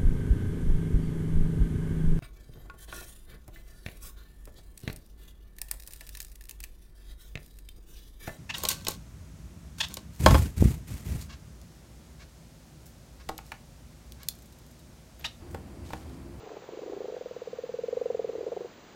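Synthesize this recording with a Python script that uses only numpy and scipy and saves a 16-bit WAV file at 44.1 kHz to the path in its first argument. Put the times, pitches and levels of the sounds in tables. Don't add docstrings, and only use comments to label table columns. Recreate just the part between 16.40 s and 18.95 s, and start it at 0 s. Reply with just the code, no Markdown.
import sys
import numpy as np
from scipy import signal
from scipy.fft import rfft, irfft, next_fast_len
from scipy.io import wavfile
from scipy.ndimage import map_coordinates

SR = 44100
rng = np.random.default_rng(int(sys.argv[2]) if len(sys.argv) > 2 else 0)


def to_wav(s):
    ch = np.atleast_2d(s).T
    pcm = np.round(np.clip(ch, -1, 1) * 32767)
    wavfile.write(sys.argv[1], SR, pcm.astype(np.int16))


N = 112454

# (s, level dB, pitch Hz, gap to the second beat s, its level dB, its pitch Hz)
CROAKS = [(0.0059, -42.3, 461.0, 0.0136, -46.1, 520.0), (0.0298, -41.1, 392.0, 0.0071, -40.4, 424.0),
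          (0.0617, -38.5, 469.0, 0.0092, -38.2, 437.0), (0.1033, -37.2, 436.0, 0.0117, -38.5, 459.0),
          (0.1103, -45.4, 458.0, 0.0087, -43.8, 460.0), (0.13, -40.9, 360.0, 0.0103, -39.4, 407.0),
          (0.162, -37.7, 590.0, 0.005, -34.9, 454.0), (0.22, -41.1, 461.0, 0.0165, -40.3, 502.0),
          (0.2871, -31.1, 441.0, 0.0058, -37.8, 450.0), (0.3212, -38.1, 455.0, 0.015, -38.8, 513.0),
          (0.3319, -32.6, 382.0, 0.0106, -35.2, 520.0), (0.371, -33, 375, 0.018, -32, 495),
          (0.4177, -32.6, 368.0, 0.0154, -34.6, 504.0), (0.428, -35.0, 422.0, 0.0087, -38.1, 454.0),
          (0.4595, -30.6, 377.0, 0.0177, -32.3, 500.0), (0.472, -35.8, 379.0, 0.0123, -41.6, 439.0),
          (0.4957, -29.9, 375.0, 0.0247, -33.0, 519.0), (0.5057, -38.3, 378.0, 0.012, -36.0, 490.0),
          (0.5311, -27.8, 390.0, 0.0098, -37.5, 380.0), (0.5639, -30.7, 388.0, 0.008, -30.6, 422.0),
          (0.6038, -27.4, 450.0, 0.01, -29.6, 466.0), (0.6423, -27.7, 451.0, 0.0104, -29.3, 500.0),
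          (0.6814, -28.1, 457.0, 0.0166, -30.7, 511.0), (0.6881, -36.2, 441.0, 0.004, -33.9, 542.0),
          (0.7216, -29.1, 456.0, 0.0183, -29.9, 491.0), (0.7305, -38.2, 540.0, 0.0108, -34.9, 590.0),
          (0.7641, -28.8, 473.0, 0.0104, -35.9, 522.0), (0.8094, -27.8, 485.0, 0.0104, -41.5, 530.0),
          (0.8578, -27.8, 492.0, 0.0068, -39.3, 545.0), (0.9098, -29.1, 508.0, 0.0045, -37.3, 519.0),
          (0.9626, -28.8, 504.0, 0.0044, -35.9, 503.0), (1.0171, -28.1, 491.0, 0.0046, -37.6, 512.0),
          (1.0722, -28.4, 484.0, 0.0042, -34.9, 471.0), (1.1295, -28.9, 499.0, 0.0042, -34.2, 489.0),
          (1.1852, -27.1, 498.0, 0.0042, -33.2, 488.0), (1.2356, -27.8, 490.0, 0.0042, -32.6, 496.0),
          (1.2907, -29.5, 493.0, 0.0042, -33.4, 495.0), (1.3391, -25.8, 488.0, 0.0042, -31.1, 491.0),
          (1.3868, -25.6, 497.0, 0.0041, -29.2, 483.0), (1.4352, -25.1, 487.0, 0.0041, -29.0, 478.0),
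          (1.482, -24.4, 493.0, 0.0041, -27.8, 478.0), (1.5261, -22.1, 494.0, 0.0041, -27.0, 482.0),
          (1.568, -21.4, 497.0, 0.0041, -25.3, 486.0), (1.6115, -21.7, 496.0, 0.0041, -25.0, 483.0),
          (1.656, -21.0, 493.0, 0.0041, -25.3, 480.0), (1.7, -20.7, 499.0, 0.0041, -23.8, 483.0),
          (1.7448, -22.6, 498.0, 0.0041, -24.2, 472.0), (1.792, -20.8, 487.0, 0.0041, -24.7, 461.0),
          (1.843, -22.6, 475.0, 0.004, -28.3, 445.0), (1.8744, -35.3, 401.0, 0.0133, -32.5, 523.0),
          (1.8908, -27.1, 455.0, 0.0042, -28.1, 441.0), (1.9308, -31.3, 429.0, 0.0086, -34.3, 477.0),
          (1.9508, -25.8, 481.0, 0.006, -31.2, 425.0), (1.9819, -28, 402.0, 0.0073, -31.3, 504.0),
          (2.0066, -24.3, 500.0, 0.0042, -26.7, 463.0), (2.0279, -28.4, 416.0, 0.0089, -30.7, 482.0),
          (2.0639, -24.4, 489.0, 0.0041, -30.4, 462.0), (2.0748, -26.8, 417.0, 0.0088, -29.7, 472.0),
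          (2.079, -45.5, 590.0, 0.0078, -37.6, 393.0), (2.1171, -24.6, 506.0, 0.0103, -27.5, 460.0),
          (2.1219, -32.8, 590.0, 0.0086, -37.8, 380.0), (2.1639, -27.8, 421.0, 0.0056, -26.5, 464.0),
          (2.2053, -26.4, 423.0, 0.0087, -28.4, 479.0), (2.2449, -29.5, 416.0, 0.009, -33.6, 488.0)]
RISE_S, SHAPE = .003686, 2.28
UPPER_HZ, UPPER_RISE_S = 735, 0.0027
# (s, rasp dB re each beat)
RASP_DB = [(0, -8.5), (.17, -9), (.35, -13.5), (.6, -16), (.8, -17), (1.0, -35), (1.8, -28.5), (1.95, -21.5), (2.25, -16.5)]
RASP_RISE_S, RASP_SHAPE = 0.0026, 1
# (Hz, dB)
RASP = [(200, -24), (310, 2.5), (450, 2), (600, -1.5), (750, 1), (870, -8.5), (1050, -10.5), (1300, -22), (3000, -38)]
ECHO_S, ECHO_DB = 0.023, -18
TAIL_DB, TAIL_T60_S = -16.5, 0.28
# (Hz, dB per Hz)
WIND = [(18, -26), (28, -13), (45, -10), (65, -6.5), (110, -7), (180, -3), (260, -5), (420, -4.5), (700, -8.5), (1200, -23.5), (2000, -44)]
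WIND_DB, WIND_SWAY_DB = -53.5, 0.5
HISS = [(300, -4), (1000, 1.5), (2000, -3), (4000, -7), (7200, -10), (8100, -18.5), (8900, -39.5), (13200, -41.5), (14100, -19.5), (15500, -12.5)]
HISS_DB = -56
# (Hz, width Hz)
NOTCHES = [(5440, 210), (7700, 170), (14400, 200)]
TOP_HZ = 15750
# (s, dB re each beat)
UPPER_DB = [(0, -21), (.16, -10), (.3, -21.5), (.58, -16), (.74, -13), (.85, -29.5), (1.42, -33), (1.55, -19.5), (1.8, -17.5), (2.0, -22), (2.17, -10), (2.25, -24)]
LOW_CUT_HZ = 238
WHINE_HZ = 3934
WHINE_DB = -78
# (s, dB)
CRACKLE_DB = [(0, -60.5), (.13, -56.5), (.2, -65), (.3, -63.5), (.5, -69), (.8, -79.5)]
CRACKLE_RATE, CRACKLE_DEPTH_DB = 140, 6
# (Hz, dB)
CRACKLE = [(550, -18.5), (800, 1), (1100, -2), (1500, -7.5), (2500, -26)]


def amp(db):
    return 10 ** (np.asarray(db) / 20)


def unit(x):
    return x / np.sqrt(np.mean(x ** 2) + 1e-20)


def filtered(x, response):
    m = next_fast_len(N + 8192)
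    return irfft(rfft(x, m) * response(np.fft.rfftfreq(m, 1 / SR)), m)[:N]


def noise(spectrum):
    f, db = np.transpose(spectrum)
    colour = lambda hz: amp(np.interp(np.log(hz + 1), np.log(f + 1), db, left=-120, right=-120))
    return unit(filtered(rng.standard_normal(N), colour))


def wobble(rate):
    return map_coordinates(rng.standard_normal(int(N * rate / SR) + 4), [np.arange(N) * rate / SR])


def swell(t, rise, shape):
    u = np.maximum(t, 0) / rise
    return (u * np.exp(1 - u)) ** shape


def croaks():
    main, upper, puffs = np.zeros((3, N + SR))
    for s, db, hz, gap, second_db, second_hz in CROAKS:
        for start, level_db, pitch in (s, db, hz), (s + gap, second_db, second_hz):
            i = max(int(start * SR), 0)
            t = (i + np.arange(SR // 20)) / SR - start
            span, size = slice(i, i + len(t)), amp(level_db)
            main[span] += size * swell(t, RISE_S, SHAPE) * np.sin(2 * np.pi * pitch * t)
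            upper[span] += size * swell(t, UPPER_RISE_S, SHAPE) * np.sin(2 * np.pi * UPPER_HZ * t)
            puffs[span] += size * swell(t, RASP_RISE_S, RASP_SHAPE)
    voice = main[:N] + level(UPPER_DB) * upper[:N] + level(RASP_DB) * puffs[:N] * noise(RASP)
    return filtered(voice, lambda hz: hz ** 6 / (hz ** 6 + LOW_CUT_HZ ** 6))


def surroundings(x):
    echo = filtered(x, lambda hz: np.exp(-2j * np.pi * hz * ECHO_S))
    t, tail = np.arange(SR // 4) / SR, np.zeros(N)
    hop = SR // 10
    for centre in range(0, N + hop, hop):
        part = x * np.maximum(1 - abs(np.arange(N) - centre) / hop, 0)
        scatter = rng.standard_normal(len(t)) * np.exp(-np.log(1000) * t / TAIL_T60_S)
        tail += signal.oaconvolve(part, scatter / np.linalg.norm(scatter))[:N]
    return amp(ECHO_DB) * echo + amp(TAIL_DB) * tail


def background():
    wind = amp(WIND_DB + WIND_SWAY_DB * wobble(5)) * noise(WIND)
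    whine = amp(WHINE_DB) * unit(np.sin(2 * np.pi * WHINE_HZ * np.arange(N) / SR))
    return wind + amp(HISS_DB) * noise(HISS) + whine


def level(points):
    return amp(np.interp(np.arange(N) / SR, *np.transpose(points)))


def crackle():
    return level(CRACKLE_DB) * unit(amp(CRACKLE_DEPTH_DB * wobble(CRACKLE_RATE)) * noise(CRACKLE))


def scene():
    voice = croaks()
    return (voice + surroundings(voice) + background() + crackle())[None]


def record(dry):
    dips = lambda hz: np.prod([(hz - c) ** 2 / ((hz - c) ** 2 + (w / 2) ** 2) for c, w in NOTCHES], axis=0)
    return filtered(dry[0], lambda hz: dips(hz) * (hz < TOP_HZ))[None]


dry = scene()
out = record(dry)
to_wav(out)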